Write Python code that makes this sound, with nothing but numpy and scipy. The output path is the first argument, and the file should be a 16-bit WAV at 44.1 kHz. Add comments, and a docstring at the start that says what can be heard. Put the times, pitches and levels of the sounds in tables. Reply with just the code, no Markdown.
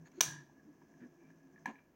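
"""A plastic spinner puzzle is flicked with a sharp snap and wobbles on its bearing under a fingertip.
Bursts of noise and ringing tones make the snap and the hollow knocks of the puzzle as it is gripped.
Tiny random contacts fed to resonances make the whir, rattling, scuffs and finger rubs.
Fingers bump the wooden table; the small room adds reverberation and a faint noise."""
import sys
import numpy as np
from scipy import signal
from scipy.fft import rfft, irfft
from scipy.io import wavfile
from scipy.ndimage import uniform_filter1d

SR = 44100
rng = np.random.default_rng(int(sys.argv[2]) if len(sys.argv) > 2 else 0)


def master_out(mix):
    """Clip the mix to full scale and print it as 16-bit PCM to the path in sys.argv[1]."""
    frames = np.transpose(np.atleast_2d(mix))
    ceiling = np.clip(frames, -1, 1)
    pcm = np.round(ceiling * 32767).astype(np.int16)
    wavfile.write(sys.argv[1], SR, pcm)


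N = 85995
T = np.arange(N) / SR   # time in seconds

# Ringing tones of the hollow puzzle body, shared by knocks and rattles.
# Each row: pitch in Hz, level in dB, time to fade by 60 dB in seconds.
BODY_TONES = [(219, -50.5, 0.11), (807, -35.5, 0.025), (971, -34, 0.03), (1662, -33.5, 0.046),
              (1740, -29, 0.017), (2357, -41.5, 0.03), (4030, -53.5, 0.024), (6064, -46.5, .018),
              (11460, -56, 0.015)]


def from_db(db):
    """Turn decibels into a gain."""
    return 10 ** (np.asarray(db) / 20)


def rms_one(x):
    """Scale a signal to an rms (average strength) of one."""
    return x / np.sqrt(np.mean(x ** 2) + 1e-20)


def curve(rows):
    """Gain over time, joining rows of seconds and dB by straight lines in dB."""
    return from_db(np.interp(T, *np.transpose(rows)))


def at_hz(points, hz):
    """Read a table between its rows, with frequency on a log axis."""
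    table_hz, values = np.transpose(points)
    return np.interp(np.log(hz + 1e-9), np.log(table_hz), values)


def noise(spectrum):
    """Random noise coloured by a table of Hz and dB, scaled to an rms of one."""
    white = rfft(rng.standard_normal(N))
    hz = np.arange(N // 2 + 1) * SR / N
    return rms_one(irfft(white * from_db(at_hz(spectrum, hz)), N))


def swell(start, length):
    """A rounded rise and fall, like half a sine wave."""
    return np.sin(np.pi * np.clip((T - start) / length, 0, 1))


def clicks(times, dbs):
    """Single-sample clicks at the given times and levels."""
    out = np.zeros(N)
    places = np.clip(np.round(np.asarray(times) * SR).astype(int), 0, N - 1)
    np.add.at(out, places, from_db(dbs))
    return out


def ring(x, hz, t60):
    """Each click sets off a fading sine of its own height; deep bass does not radiate."""
    decay = np.exp(-np.log(1000) / (t60 * SR))   # per sample
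    step = 2 * np.pi * hz / SR                   # turn of the sine per sample
    feedback = [1, -2 * decay * np.cos(step), decay * decay]
    rung = signal.lfilter([0, np.sin(step)], feedback, x + 1e-18)
    return signal.lfilter(*signal.butter(2, hz / 3, "high", fs=SR), rung)


def cracks(times, dbs, spectrum, rise_s, t60):
    """Each contact sets off its own burst of dense, quickly dying vibration."""
    out = np.zeros(N)
    for start, db in zip(times, dbs):
        age = np.maximum(T - start, 0)
        fade = np.exp(-np.log(1000) * age / t60)
        out += from_db(db) * noise(spectrum) * (1 - np.exp(-age / rise_s)) * fade
    return out


def rubbed(modes, pressure):
    """Dense tiny contacts excite steep-sided resonances; pressure sets the loudness over time."""
    grains_per_s, grain_spread_db = 2500, 3.5
    out = np.zeros(N)
    for hz, width_hz, db in modes:
        happens = rng.random(N) < grains_per_s / SR
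        direction = rng.choice([-1, 1], N)
        size = from_db(grain_spread_db * np.minimum(rng.exponential(1, N), 4))
        grains = happens * direction * size
        # Two equal filters in a row, each twice the listed width, make the steep sides.
        b, a = signal.iirpeak(hz, hz / (2 * width_hz), fs=SR)
        run_in = np.concatenate([grains[-N // 4:], grains])   # already sounding at the start
        rung = signal.lfilter(b, a, signal.lfilter(b, a, run_in))[-N:]
        out += from_db(db) * rms_one(rung)
    return out * pressure


def turning(rate_hz, depth):
    """Slightly uneven rise and fall of bearing load."""
    unevenness = rms_one(uniform_filter1d(rng.standard_normal(N), SR // 20))
    turns = np.cumsum(rate_hz * (1 + 0.17 * unevenness)) / SR
    return 1 + np.clip(depth, 0, 1) * np.sin(2 * np.pi * turns)


def waver(rate_hz):
    """Slow random drift with an rms of one."""
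    return noise([(rate_hz / 2, 0), (rate_hz, -6), (rate_hz * 10, -80), (rate_hz * 20, -160)])


def tone(hz):
    """A sine that follows a pitch curve."""
    return np.sin(2 * np.pi * np.cumsum(hz) / SR)


def whine(hz):
    """A thin tone whose pitch wavers at random."""
    depth_hz, rate_hz = 27, 40
    return tone(hz + depth_hz * waver(rate_hz))


def room(x):
    """Reverberation: a tail of noise bands about half an octave wide, each fading at its own rate."""
    # Loudness of the tail. Each row: frequency in Hz, relative level in dB per Hz.
    tail_colour = [(150, 3.5), (500, -0.5), (4000, -1), (5400, 1.5), (7200, 2), (8500, 1), (15000, -0.5)]
    # How long the tail lasts. Each row: frequency in Hz, time to fade by 60 dB in seconds.
    tail_t60 = [(200, 0.24), (1500, 0.37), (6000, 0.33), (10000, .26), (15000, 0.21)]
    delay_s, build_s = 0.0049, 0.0022
    bend = 0.99   # 1 fades evenly in dB; above 1 holds on at first, then falls faster
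    t = np.maximum(T[:N // 3] - delay_s, 0)
    edges = np.geomspace(90, 18000, 16)   # band edges in Hz
    tail = np.zeros(len(t))
    for low, high in zip(edges, edges[1:]):
        hz = np.sqrt(low * high)
        band_filter = signal.butter(2, [low, high], "band", fs=SR, output="sos")
        band = signal.sosfilt(band_filter, rng.standard_normal(len(t)))
        fade = np.exp(-np.log(1000) * (t / at_hz(tail_t60, hz)) ** bend)
        tail += band * from_db(at_hz(tail_colour, hz)) * fade
    tail *= 1 - np.exp(-t / build_s)
    return signal.fftconvolve(x, tail / np.sqrt(np.sum(tail ** 2)))[:N]


def flick():
    """The plastic edge snaps free and strikes again; each contact cracks, rings and fills the room."""
    # Contacts of the flick. Each row: start in seconds, relative level in dB.
    contacts = [(0.2075, 3), (0.2105, 1.5), (0.2121, -2.5), (0.2343, -15.5), (0.2387, -21)]
    # Ring of the flicked edge. 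Each row: pitch in Hz, level in dB, time to fade by 60 dB in seconds.
    edge_tones = [(367, -42, 0.046), (666, -38, 0.02), (1003, -33.5, 0.02), (1676, -35.5, 0.022),
                  (2360, -33.5, 0.016), (3240, -29.5, 0.011), (5667, -23, 0.014), (5963, -19.5, 0.013),
                  (6350, -22, 0.014), (7193, -27, .011), (15400, -36.5, .007)]
    # Colour of each crack. Each row: frequency in Hz, relative level in dB per Hz.
    crack_colour = [(80, -29.5), (400, -1), (1400, -2), (4300, 1.5), (6400, -1.5), (8200, -3.5),
                    (13000, -10), (15500, -2)]
    crack_db, crack_rise_s, crack_t60_s = -18.5, 0.00059, 0.011
    crack_room_db, ring_room_db = -8, -11.5   # how much of each reaches the room
    out = np.zeros(N)
    for start, level in contacts:
        crack = cracks([start], [level + crack_db], crack_colour, crack_rise_s, crack_t60_s)
        edge = np.zeros(N)
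        for k, (hz, db, t60) in enumerate(edge_tones):
            edge += (-1) ** k * ring(clicks([start], [level + db]), hz, t60)   # alternate signs
        into_room = from_db(crack_room_db) * crack + from_db(ring_room_db) * edge
        out += crack + edge + room(into_room)
    return out


def wobbling():
    """Just after the flick the puzzle rattles, its shell rings in pulses and the table hums."""
    # Wobble until the puzzle runs true. Each row: time in seconds, relative level in dB.
    wobble_level = [(0.19, -96), (0.24, -10), (0.275, 2), (0.335, -2.5), (0.42, -9.5), (0.455, -22),
                    (0.49, -27), (0.64, -88.5)]
    # What the wobble shakes. Each row: pitch in Hz, width in Hz, level in dB.
    shaken_parts = [(142, 53, -58.5), (321.8, 35, -61.5), (970, 74, -62.5), (1747, 60, -56.5)]
    wobble_hz, wobble_depth = 45.7, 0.4
    shell_hz, shell_db = 1664, -51.5
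    hum_hz, hum_sag_hz_per_s, hum_db = 155, 50, -50.5
    hum_follows = 0.69   # share of the wobble's swing in dB that the table hum follows
    load = turning(wobble_hz, wobble_depth)
    shell = from_db(shell_db) * whine(shell_hz)
    hum_pitch = hum_hz - hum_sag_hz_per_s * (T - wobble_level[0][0])
    hum = from_db(hum_db) * tone(hum_pitch)
    strength = curve(wobble_level)
    shaking = rubbed(shaken_parts, load) + shell * load
    return strength * shaking + strength ** hum_follows * hum


def spinning():
    """The bearings whir through table and shells and whine faintly throughout."""
    # Resonances of the whir. Each row: pitch in Hz, width in Hz, level in dB.
    whir_tones = [(159, 13, -70), (212, 11, -73.5), (268.2, 8.6, -68.5), (345, 37, -71), (663, 47, -80.5),
                  (980, 180, -82.5), (1666, 80, -81), (2205, 560, -90), (6080, 680, -85.5)]
    # Whir over time. 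Each row: time in seconds, relative level in dB.
    whir_level = [(0, 0.5), (0.55, -1.5), (1.02, 1.5), (1.12, -1.5), (1.23, 1), (1.45, -1.5), (1.62, 3),
                  (1.87, -10)]
    # Thin whines of the bearings. Each row: pitch in Hz, level in dB.
    whine_tones = [(1675, -79.5), (5150, -95.5)]
    turn_hz, turn_depth = 13, 0.18
    whine_flutter = 0.55   # random swing in loudness, as a share
    load = curve(whir_level) * turning(turn_hz, turn_depth)
    whines = np.zeros(N)
    for hz, db in whine_tones:
        whines += from_db(db) * whine(hz) * (1 + whine_flutter * waver(turn_hz))
    return rubbed(whir_tones, load) + whines * load


def knocks():
    """Loose pieces strike the hollow body; each point of contact favours some of its ringing tones."""
    # Knocks and ticks. Each row: start in seconds, relative level in dB, most excited pitch in Hz,
    # fall away from that pitch in dB per octave.
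    strikes = [(0.057, -24, 1700, 13.5), (0.056, -37, 5300, 22), (0.07, -22, 6960, 3),
               (0.117, -13, 7000, 17), (0.496, -20.5, 715, 19), (0.596, -23.5, 1610, 41),
               (0.818, -23.5, 910, 10), (0.939, -28.5, 1650, 11.5), (1.303, -25.5, 1840, 8),
               (1.560, -21.5, 1752, 13.5), (1.579, -20.5, 1700, 33), (1.6576, 3.5, 1210, 2),
               (1.676, -9, 1720, 5), (1.756, -14, 2310, 23.5), (1.787, -20, 2320, 21.5)]
    # Colour of each crack. Each row: frequency in Hz, relative level in dB per Hz.
    knock_colour = [(150, -13), (700, -4.5), (1300, -7.5), (2700, -2.5), (4900, -23), (6700, -10),
                    (9500, -26.5), (15000, -25)]
    crack_db, crack_rise_s, crack_t60_s = -49.5, 0.0012, 0.064
    crack_hz = 4957   # the pitch at which each strike's strength is read for its crack
    start, level, centre_hz, fall = np.transpose(strikes)

    def drive_db(hz):
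        """How strongly each strike excites a pitch."""
        return level - fall * np.abs(np.log2(hz / centre_hz))

    rings = np.zeros(N)
    for k, (hz, db, t60) in enumerate(BODY_TONES):
        rings += (-1) ** k * ring(clicks(start, drive_db(hz) + db), hz, t60)
    return rings + cracks(start, drive_db(crack_hz) + crack_db, knock_colour, crack_rise_s, crack_t60_s)


def rattles():
    """Loose pieces chatter in runs; every tiny contact strikes each body tone with its own strength."""
    # Runs of chatter. Each row: start in seconds, length in seconds, relative level in dB,
    # most excited pitch in Hz.
    runs = [(0.994, 0.071, -30.5, 1970), (1.175, .16, -35.5, 2470), (1.645, 0.069, -19.5, 2160),
            (1.747, 0.076, -30, 2318)]
    touches_per_s, spread_db = 300, -1.5
    fall_db = 23   # away from the most excited pitch, per octave
    out = np.zeros(N)
    touches = rng.random(N) < touches_per_s / SR
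    for hz, tone_db, t60 in BODY_TONES:
        force = np.zeros(N)
        for start, length, db, centre_hz in runs:
            drive_db = db - fall_db * np.abs(np.log2(hz / centre_hz))
            force += swell(start, length) * from_db(drive_db)
        direction = rng.choice([-1, 1], N)
        sizes = direction * from_db(tone_db + spread_db * rng.standard_normal(N))
        out += ring(touches * sizes * force, hz, t60)
    return out


def scuff():
    """The gripped puzzle scuffs along the table, where friction excites a few resonances."""
    # Resonances of the scuff. Each row: pitch in Hz, width in Hz, level in dB.
    scuff_tones = [(229, 42, -49.5), (330, 47, -53.5), (767, 194, -52.5), (1016, 65, -54),
                   (2320, 450, -63.5)]
    start_s, length_s = 1.657, 0.069
    return rubbed(scuff_tones, swell(start_s, length_s))


def bumps():
    """Soft pushes make the table top hum briefly, with a little friction."""
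    # Bumps of fingers and puzzle. Each row: start in seconds, length in seconds, level in dB, pitch in Hz.
    pushes = [(-0.02, 0.098, -56.5, 158.3), (0.17, 0.032, -49.5, 360.5), (0.661, 0.062, -57, 300),
              (1.0, 0.086, -49, 246), (1.008, 0.025, -58, 152.4), (1.169, 0.091, -59.5, 340.7)]
    friction_width_hz, friction_share = 72, 0.4845
    out = np.zeros(N)
    for start, length, db, hz in pushes:
        hum = np.sin(2 * np.pi * hz * (T - start))
        friction = rubbed([(hz, friction_width_hz, 0)], friction_share)
        out += from_db(db) * (hum + friction) * swell(start, length)
    return out


def fingertips():
    """Skin drags on the plastic in faint scrapes."""
    # Slides of the fingertips. Each row: start in seconds, length in seconds, relative level in dB.
    slides = [(0.047, 0.045, -0.5), (0.114, 0.33, 3), (1.651, 0.092, -2.5)]
    # Resonances under the finger. 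Each row: pitch in Hz, width in Hz, level in dB.
    skin_tones = [(1530, 620, -69), (4334, 280, -80.5), (6580, 260, -73.5)]
    pressure = sum(from_db(db) * swell(start, length) for start, length, db in slides)
    return rubbed(skin_tones, pressure)


def room_background():
    """Steady coloured noise of the quiet room."""
    # Colour of the background. Each row: frequency in Hz, relative level in dB per Hz.
    background_colour = [(25, -12.5), (60, -1), (130, -3), (300, 2.5), (1200, -12), (2500, -19),
                         (3800, -28.5), (6500, -24), (8300, -33.5), (13500, -30.5), (15400, -23)]
    return from_db(-71.5) * noise(background_colour)


def scene():
    """Clicks with their reverberation over whir, handling and room background."""
    grip_room_db = -15
    # Two independent layers of chatter play at once.
    grip = knocks() + rattles() + rattles() + scuff()
    grip_in_room = grip + from_db(grip_room_db) * room(grip)
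    handling = flick() + grip_in_room + bumps() + fingertips()
    return (handling + wobbling() + spinning() + room_background())[None]


def record(dry):
    """A steep filter cuts the top above 16100 Hz."""
    top_cut = signal.ellip(10, 0.2, 80, 16100, fs=SR, output="sos")
    return signal.sosfilt(top_cut, dry)


dry = scene()
out = record(dry)
master_out(out)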